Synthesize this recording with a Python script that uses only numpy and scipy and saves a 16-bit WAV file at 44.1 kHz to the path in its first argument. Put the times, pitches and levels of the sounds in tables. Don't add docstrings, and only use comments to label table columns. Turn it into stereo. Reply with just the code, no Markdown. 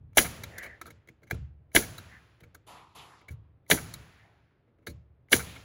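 import sys
import numpy as np
from scipy import signal
from scipy.fft import rfft, irfft, next_fast_len
from scipy.io import wavfile
from scipy.ndimage import uniform_filter1d, map_coordinates

SR = 44100
rng = np.random.default_rng(int(sys.argv[2]) if len(sys.argv) > 2 else 0)


def dump(signal):
    limited = np.clip(np.atleast_2d(signal).T, -1, 1)
    pcm = np.round(limited * 32767).astype(np.int16)
    wavfile.write(sys.argv[1], SR, pcm)


N = 248891
TIME = np.arange(N) / SR
PAD = next_fast_len(N + SR)
HZ = np.maximum(np.arange(PAD // 2 + 1) * SR / PAD, 1)


def from_db(db):
    return 10 ** (np.asarray(db) / 20)


def rms_one(x):
    return x / np.sqrt(np.mean(x ** 2) + 1e-20)


def at_hz(points, hz):
    table_hz, values = np.array(points).T
    return np.interp(np.log(hz), np.log(np.maximum(table_hz, 1)), values)


def shaped(x, response):
    return irfft(rfft(x, PAD) * response, PAD)[..., :N]


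def clicks(times, gains):
    out = np.zeros(N)
    samples = np.round(np.asarray(times) * SR).astype(int)
    np.add.at(out, np.clip(samples, 0, N - 1), gains)
    return out


def swell(start, rise, t60):
    age = np.maximum(TIME - start, 0)
    return (1 - np.exp(-age / max(rise, 1e-4))) * from_db(-60 * age / t60)


def strike(excitation_of, modes):
    out = 0
    for hz, level_db, t60 in modes:
        radius = from_db(-60 / (t60 * SR))
        angle = 2 * np.pi * hz / SR
        drive = [0, from_db(level_db) * np.sin(angle)]
        ring = [1, -2 * radius * np.cos(angle), radius ** 2]
        out = out + signal.lfilter(drive, ring, excitation_of(hz) + 1e-18)
    return out


# (frequency [Hz], likeness [-1 to 1])
LIKENESS = [(60, -0.2), (150, 0.96), (380, 0.57), (950, -0.29), (2380, 0.071), (5980, -0.68), (15000, 1)]


def diffuse(spectrum):
    alike = np.clip(at_hz(LIKENESS, HZ), -1, 1)
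    colour = from_db(at_hz(spectrum, HZ))
    mid, side = rng.standard_normal((2, N))
    mid = shaped(mid, colour * np.sqrt(1 + alike))
    side = shaped(side, colour * np.sqrt(1 - alike))
    return rms_one(np.array([mid + side, mid - side]))


FRAME = 512


def sculpted(noise, power_of):
    overlap = 3 * FRAME // 4
    hz, s, frames = signal.stft(noise, SR, nperseg=FRAME, noverlap=overlap)
    gain = np.sqrt(power_of(np.maximum(hz, 1)[:, None], s[None, :]))
    return signal.istft(frames * gain, SR, nperseg=FRAME, noverlap=overlap)[1][:, :N]


def patches(hz, s, patchy_db, rate=15.0, per_octave=1.3):
    knots = rng.standard_normal((40, 400))
    where = np.broadcast_arrays(per_octave * np.log2(hz), rate * s)
    return from_db(2 * patchy_db * map_coordinates(knots, where, order=1, mode="wrap"))


# (valve pop time [s], pop level [dB], driver delay after the pop [s], pressure thump level [dB],
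# piston return level [dB], trigger lead before the pop [s], trigger click level [dB], wall boom level [dB],
# air above the mean [dB])
SHOTS = [(0.1714, -6.5, 0.012, -25.5, -19.5, 0.04, -51, -53, 1.5),
         (1.749, -10, 0.015, -21, -29.5, 0.032, -46.5, -39, -0.84),
         (3.700, -15.5, .0142, -36.5, -22, 0.036, -53.5, -37.5, -0.94),
         (5.318, -22, 0.013, -45, -23, .033, -53, -35, -0.2)]
(POP_S, POP_DB, DRIVER_DELAY_S, THUMP_DB, RETURN_DB,
 TRIGGER_LEAD_S, TRIGGER_DB, BOOM_DB, SHOT_AIR_DB) = np.transpose(SHOTS)
DRIVER_S = POP_S + DRIVER_DELAY_S
# (frequency [Hz], relative level [dB per Hz])
POP_COLOUR = [(120, -30.5), (250, -4), (650, -2.5), (1400, -15.5), (2100, -2.5), (4400, -23), (7000, -11),
              (11000, -9), (16100, -24), (17000, -26)]
# (frequency [Hz], relative level [dB per Hz])
AIR_COLOUR = [(240, -32), (400, -11), (4410, -13.5), (5000, -12.5), (6630, -8.5), (8120, -11),
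              (8520, -21.5), (9500, -6), (12200, -10.5), (13600, -28), (15200, -6.5), (16200, -20.5),
              (17000, -93.5)]
# (level [dB], t60 [s])
RELEASES = [(-8, 0.17), (-14, 0.22), (-31, .9)]
AIR_DB, POP_FLOW_DB = -19, -10.5
ONSET_S, ONSET_START_DB, ONSET_END_DB = .022, -50.5, -27
FULL_S, CLOSE_S = .012, 0.019


def air():
    pop = sum(from_db(db) * swell(s, 0.0016, 0.04) for s, db in zip(POP_S, POP_DB))
    flow = 0
    for pop_s, extra_db in zip(POP_S, SHOT_AIR_DB):
        age = TIME - pop_s
        opening_db = np.interp(age, [-ONSET_S, -.001, 0, FULL_S],
                               [ONSET_START_DB, ONSET_END_DB, POP_FLOW_DB, 0], left=-200)
        since_close = np.maximum(age - CLOSE_S, 0)
        closing = sum(from_db(db - 60 * since_close / t60) for db, t60 in RELEASES)
        flow = flow + from_db(AIR_DB + extra_db) * np.where(age < CLOSE_S, from_db(opening_db), closing)
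    pop_noise, air_noise = rng.standard_normal((2, N))
    sputter_db = 2.0 * rms_one(uniform_filter1d(rng.standard_normal(N), size=60))
    pop_hiss = rms_one(shaped(pop_noise, from_db(at_hz(POP_COLOUR, HZ))))
    air_hiss = rms_one(shaped(air_noise, from_db(at_hz(AIR_COLOUR, HZ))))
    return pop * pop_hiss + flow * from_db(sputter_db) * air_hiss


def thump():
    out = 0
    for pop_s, db in zip(POP_S, THUMP_DB):
        age = np.maximum(TIME - pop_s - .01, 0) / 0.0025
        out = out + from_db(db) * 2 * age * (2 - age) * np.exp(-age)
    return out


# (frequency [Hz], relative level [dB per Hz])
BLOW_COLOUR = [(100, -16.5), (300, -0.5), (800, -17.5), (1500, -0.5), (2000, 3), (3200, 0), (4300, -12),
               (6000, -24.5), (10000, -44.5)]
# (delay [s], path length ratio [1], level [dB])
PANEL_PATHS = [(0, 1.06, 13), (.0007, 1.2, -5.5), (.0016, 2.5, -6.5), (.004, 1.8, -11)]
PANEL_SPREAD = .27


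def panel(hits):
    paths = 0
    for delay, ratio, db in PANEL_PATHS:
        cycles = HZ * delay + 2 * PANEL_SPREAD * ratio * np.sqrt(HZ)
        paths = paths + from_db(db) * np.exp(-2j * np.pi * cycles)
    response = paths * from_db(at_hz(BLOW_COLOUR, HZ))
    return shaped(hits, response / np.abs(irfft(response, PAD)).max())


# (time [s], tap level [dB], wall boom level [dB], sheet thud level [dB])
BUMPS = [(1.311, -39, -32.5, -41), (2.408, -54, -54.5, -67), (3.289, -63, -41, -60),
         (4.87, -38, -42.5, -44.5)]
BLOW_DB = -4


def blows():
    ahead = PANEL_SPREAD / np.sqrt(2200)
    struck = [(s, BLOW_DB) for s in DRIVER_S] + [row[:2] for row in BUMPS]
    times, levels_db = np.transpose(struck)
    hits = clicks(times - ahead, from_db(levels_db))
    chatter = sum(from_db(BLOW_DB - 16.0) * swell(s - ahead - .005, 0.0013, 0.062) for s in DRIVER_S)
    grains = rng.standard_normal(N) * (rng.random(N) < 4000 / SR)
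    return panel(hits + chatter * grains)


# (frequency [Hz], relative level [dB], t60 [s])
WALL_MODES = [(56.4, -15.5, 0.81), (71.7, -2.5, 0.4), (71, -6.5, 0.37), (87.7, -2, 0.35),
              (102.3, -2.5, 0.39), (108.7, -1.5, .4), (121, 1, 0.2), (138, -6, 0.23), (142, -13, 0.82),
              (158.5, -4, 0.13)]
# (frequency [Hz], relative level [dB], t60 [s])
SHEET_MODES = [(171, -7, 0.2), (229, -6, .2), (256.86, -3.5, 0.11), (318.4, -3, 0.13), (353, -2, 0.093),
               (433.5, -4.5, 0.13), (475, -5.5, 0.2), (573, -9, 0.15), (655, -3, 0.033)]
THUD_DB = -30
KNOCK_BOOM_DB, KNOCK_THUD_DB, KNOCK_FOLLOWS = -61, -61.5, .3
STIR_RISE_S, STIR_T60_S = .12, 1.0
STIR_SHOT_DB, STIR_BUMP_DB, STIR_FAR_DB = -37.5, -8.5, -15
STIR_BEFORE_DB, STIR_REST_DB = -48.5, -72.5


def wall():
    shots = [(s + .002, boom, THUD_DB) for s, boom in zip(DRIVER_S, BOOM_DB)]
    bumps = [(s + 0.0084, boom, thud) for s, tap, boom, thud in BUMPS]
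    knocks = []
    for s, peak_db, *_ in KNOCKS:
        swing_db = KNOCK_FOLLOWS * (peak_db + 35)
        knocks.append((s + .008, KNOCK_BOOM_DB + swing_db, KNOCK_THUD_DB + swing_db))
    times, boom_db, thud_db = np.transpose(shots + bumps + knocks)

    def pushes(levels_db, scatter_s, hz):
        late, strength = rng.random((len(times), 2)).T
        arrivals = times + PANEL_SPREAD / np.sqrt(hz) - .022 + scatter_s * late
        return clicks(arrivals, from_db(levels_db + 8.0 * (strength - .5)))

    booms = strike(lambda hz: pushes(boom_db - 3.0, 0.012, hz) + pushes(boom_db - 7, 0.11, hz), WALL_MODES)
    thuds = strike(lambda hz: pushes(thud_db, .007, hz) + pushes(thud_db - 2, .035, hz), SHEET_MODES)
    stir = rms_one(strike(lambda hz: rng.standard_normal(N), WALL_MODES))
    stirred = [(s, STIR_SHOT_DB) for s in POP_S]
    stirred += [(s, boom + STIR_BUMP_DB) for s, tap, boom, thud in BUMPS]
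    stirred += [(s, db + STIR_FAR_DB) for s, db in FAR_BLOWS]
    level = from_db(STIR_REST_DB) + from_db(STIR_BEFORE_DB - 31 * TIME)
    level = level + sum(from_db(db) * swell(s, STIR_RISE_S, STIR_T60_S) for s, db in stirred)
    return booms + thuds + stir * level


# (time [s], peak level [dB], brightness [dB], rattle length [s], part struck [Hz])
KNOCKS = [(0.4354, -23.5, -6, 0.0037, 1190), (0.582, -23, -5, 0.0033, 1750),
          (0.629, -33.5, -7.5, 0.016, 1670), (0.6616, -28.5, -22, 0.003, 1700),
          (0.8142, -26, -7, 0.003, 1440), (0.8566, -33, -16, 0.0027, 1350), (0.8653, -35, -7, 0.0043, 1350),
          (0.876, -37, -16, 0.0072, 1450), (0.9037, -34, -11.5, 0.0051, 1340),
          (1.0744, -44.5, -8, 0.002, 1896), (1.0865, -41.5, -9, 0.0037, 2120),
          (1.219, -50.5, -27, 0.004, 1337), (1.2318, -47, -11.5, 0.0056, 1960),
          (1.2707, -51.5, -12, 0.011, 2120), (1.301, -39, -9, 0.007, 1840),
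          (1.31, -18.5, -6.5, 0.0023, 2100), (1.3438, -43, -5, 0.0043, 1360),
          (1.9803, -30, -4, 0.0052, 1240), (2.4044, -46, -8.5, 0.005, 1526),
          (2.434, -41.5, -13, 0.0058, 1535), (2.547, -39, -3.5, 0.0045, 1310),
          (3.213, -47, -17.5, 0.0036, 1910), (3.284, -38, -10, 0.0061, 1900), (3.307, -48, -2, 0.013, 1450),
          (3.9388, -30, 4.5, 0.0027, 2150), (4.678, -62.5, -29.5, 0.0072, 1310),
          (4.785, -60, -22, 0.0047, 1840), (4.823, -62.5, -19.5, 0.012, 1840),
          (4.868, -26.5, -7, 0.0076, 1980), (4.8935, -52.5, 6.5, 0.011, 2200),
          (5.5603, -35.5, -14, 0.0051, 1410)]
# (frequency [Hz], relative level [dB], t60 [s])
TOOL_MODES = [(1340, -6, 0.017), (1600, -6.5, 0.01), (2160, -4.5, 0.0082), (2210, 4, 0.0083),
              (2480, -7.5, .02), (3480, -10.5, 0.026), (3860, -1, 0.018), (4290, -2.5, 0.017),
              (5100, -15, 0.007), (6190, -5, 0.012), (6830, -4, 0.0097)]
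RETURN_DELAY_S = .074
RETURN_HZ, RETURN_S = 1500, .007
BOUNCE_S, BOUNCE_DB = 0.012, -5.5
TRIGGER_HZ, TRIGGER_S = 2100, 0.0025
FOCUS_DB = 16
TREBLE_RING_HZ, TREBLE_RING_DB = 3000, -7.5
BARE_HZ = 4996


def tool():
    returns = [(s + RETURN_DELAY_S + k * BOUNCE_S, db + k * BOUNCE_DB, -20, RETURN_S, RETURN_HZ)
               for s, db in zip(POP_S, RETURN_DB) for k in range(2)]
    triggers = [(s - lead, db, -14, TRIGGER_S, TRIGGER_HZ)
                for s, lead, db in zip(POP_S, TRIGGER_LEAD_S, TRIGGER_DB)]
    start_s, peak_db, bright_db, length_s, part_hz = np.array(KNOCKS + returns + triggers).T
    span = np.arange(int(.12 * SR))
    age = span / SR / length_s[:, None]
    shapes = (age * np.exp(1 - age)) ** 2
    first = np.round((start_s - .5 * length_s) * SR).astype(int)
    where = np.minimum(first[:, None] + span, N - 1)

    def bursts(levels_db):
        weighted = from_db(levels_db)[:, None] * shapes
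        envelope = np.bincount(where.ravel(), weighted.ravel(), minlength=N)
        return envelope * rng.standard_normal(N)

    def excitation(hz):
        chance_db = rng.normal(0, 4, len(start_s))
        focus_db = -FOCUS_DB * np.abs(np.log2(hz / part_hz))
        colour_db = focus_db if hz < TREBLE_RING_HZ else bright_db + TREBLE_RING_DB
        return bursts(peak_db + chance_db + colour_db)

    high_pass = signal.butter(2, BARE_HZ, "high", fs=SR, output="sos")
    tick = signal.sosfilt(high_pass, bursts(peak_db + bright_db))
    return from_db(-25.5) * strike(excitation, TOOL_MODES) + from_db(-8.5) * tick


# (frequency [Hz], t60 [s])
TREES_T60 = [(150, 1.1), (500, 1.1), (1500, 1.73), (4000, 1.3), (8000, 0.81), (16000, .5)]


def scatter(spectrum, events, patchy_db):
    def power_of(hz, s):
        t60 = at_hz(TREES_T60, hz)
        power = 0 * hz * s
        for start, db, share, rise in events:
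            after = np.searchsorted(s[0], start)
            age = s[:, after:] - start
            power[:, after:] += (1 - np.exp(-age / rise)) * from_db(2 * db - 120 * age / (share * t60))
        return power * patches(hz, s, patchy_db)
    return sculpted(diffuse(spectrum), power_of)


# (frequency [Hz], relative level [dB per Hz])
TREES_COLOUR = [(88, -37.5), (150, -1), (280, -10.5), (3920, -19.5), (7040, -17.5), (8730, -29),
                (11000, -29.5), (12700, -39.5), (13700, -55.5), (16000, -41.5)]
# (time [s], level [dB])
FAR_BLOWS = [(2.667, -44), (2.949, -42.5)]
# (frequency [Hz], relative level [dB per Hz])
FAR_COLOUR = [(88, -39.5), (150, -13), (550, -13.5), (720, -7.5), (1000, -0.5), (1300, -9.5), (1550, -20),
              (3500, -16), (7500, -19.5), (8560, -35.5), (9600, -19.5), (12500, -25), (13500, -47),
              (16000, -52)]
TREES_DB, TIMBERS_DB = -39, -29.5
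FAR_REPEAT_S, FAR_REPEAT_DB = 0.022, -7.5


def trees():
    shots = [(s + 0.011, TREES_DB + extra_db, 1.0, .008) for s, extra_db in zip(POP_S, SHOT_AIR_DB)]
    knocks = [(s, peak_db + TIMBERS_DB, .3, .004) for s, peak_db, *_ in KNOCKS]
    far = [(s + k * FAR_REPEAT_S, db + k * FAR_REPEAT_DB, .62, .018) for s, db in FAR_BLOWS for k in range(2)]
    return scatter(TREES_COLOUR, shots + knocks, patchy_db=0.97) + scatter(FAR_COLOUR, far, patchy_db=4.0)


# (time [s], level [dB], smear [s], centre [Hz], width [Hz])
SWELLS = [(0.643, -44, 0.064, 1860, 353), (.55, -54.5, 0.14, 570, 299.4), (2.14, -53, 0.036, 1840, 400),
          (4.209, -64, 0.059, 1960, 494), (4.3, -67, 0.062, 795, 297.6), (5.52, -53, 0.055, 3080, 1470)]


def late_swells():
    def power_of(hz, s):
        power = 0
        for at, db, smear, centre_hz, width in SWELLS:
            density = from_db(2 * db) * SR / 2 / width
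            rise_and_fall = np.exp(-((s - at) / smear) ** 2)
            band = 1 / (1 + (2 * (hz - centre_hz) / width) ** 4)
            power = power + density * rise_and_fall * band
        return patches(hz, s, 3.0) * power
    return sculpted(rng.standard_normal((2, N)), power_of)


# (frequency [Hz], relative level [dB per Hz])
QUIET_COLOUR = [(24, -38), (40, -7), (104, -2.5), (226, -15), (320, -10.5), (1180, -23.5), (1900, -29.5),
                (4340, -43), (8550, -61.5), (11000, -53), (16000, -65)]


def quiet():
    return from_db(-68.5) * diffuse(QUIET_COLOUR)


# (frequency [Hz], left leads by [rad])
LEAD = [(0, 0), (430, 0.62), (1720, 0.83), (2330, 1.92), (3530, 8), (4130, 6.5), (5340, 8.5), (7410, 4.5),
        (10400, 0.53), (12000, 0.3), (12900, -2.5), (14500, -2.5), (15200, -2), (16700, 1)]
# (frequency [Hz], left minus right [dB])
TILT = [(60, 2.5), (130, 2.5), (290, 6), (640, 7), (1410, 3.5), (3100, -4.5), (6820, -2.5), (15000, 2)]
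EARLY_DB, EARLY_T60_S = -6.5, .045


def scene():
    near = air() + blows() + tool()
    early = rng.standard_normal((2, 4000)) * from_db(-60 * TIME[:4000] / EARLY_T60_S)
    early = from_db(EARLY_DB) * early / np.sqrt(np.sum(early ** 2, axis=1, keepdims=True))
    half = from_db(at_hz(TILT, HZ) / 2) * np.exp(.5j * at_hz(LEAD, HZ))
    placed = shaped(near + wall() + thump(), np.array([half, 1 / half]))
    reflected = shaped(near, rfft(early, PAD))
    return placed + reflected + trees() + late_swells() + quiet()


# (frequency [Hz], width [Hz], level [dB])
DIPS = [(8260, 310, -8)]
BASS_CUT_HZ, CUTOFF_HZ = 34, 17300


def record(dry):
    dip_db = sum(db / (1 + (2 * (HZ - hz) / width) ** 4) for hz, width, db in DIPS)
    bass_cut = signal.butter(3, BASS_CUT_HZ, "high", fs=SR, output="sos")
    top_cut = signal.cheby2(12, 70, CUTOFF_HZ, fs=SR, output="sos")
    heard = signal.sosfilt(bass_cut, shaped(dry, from_db(dip_db)))
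    heard = 1.083 * np.tanh(heard / 1.014)
    return signal.sosfilt(top_cut, heard)


dry = scene()
out = record(dry)
dump(out)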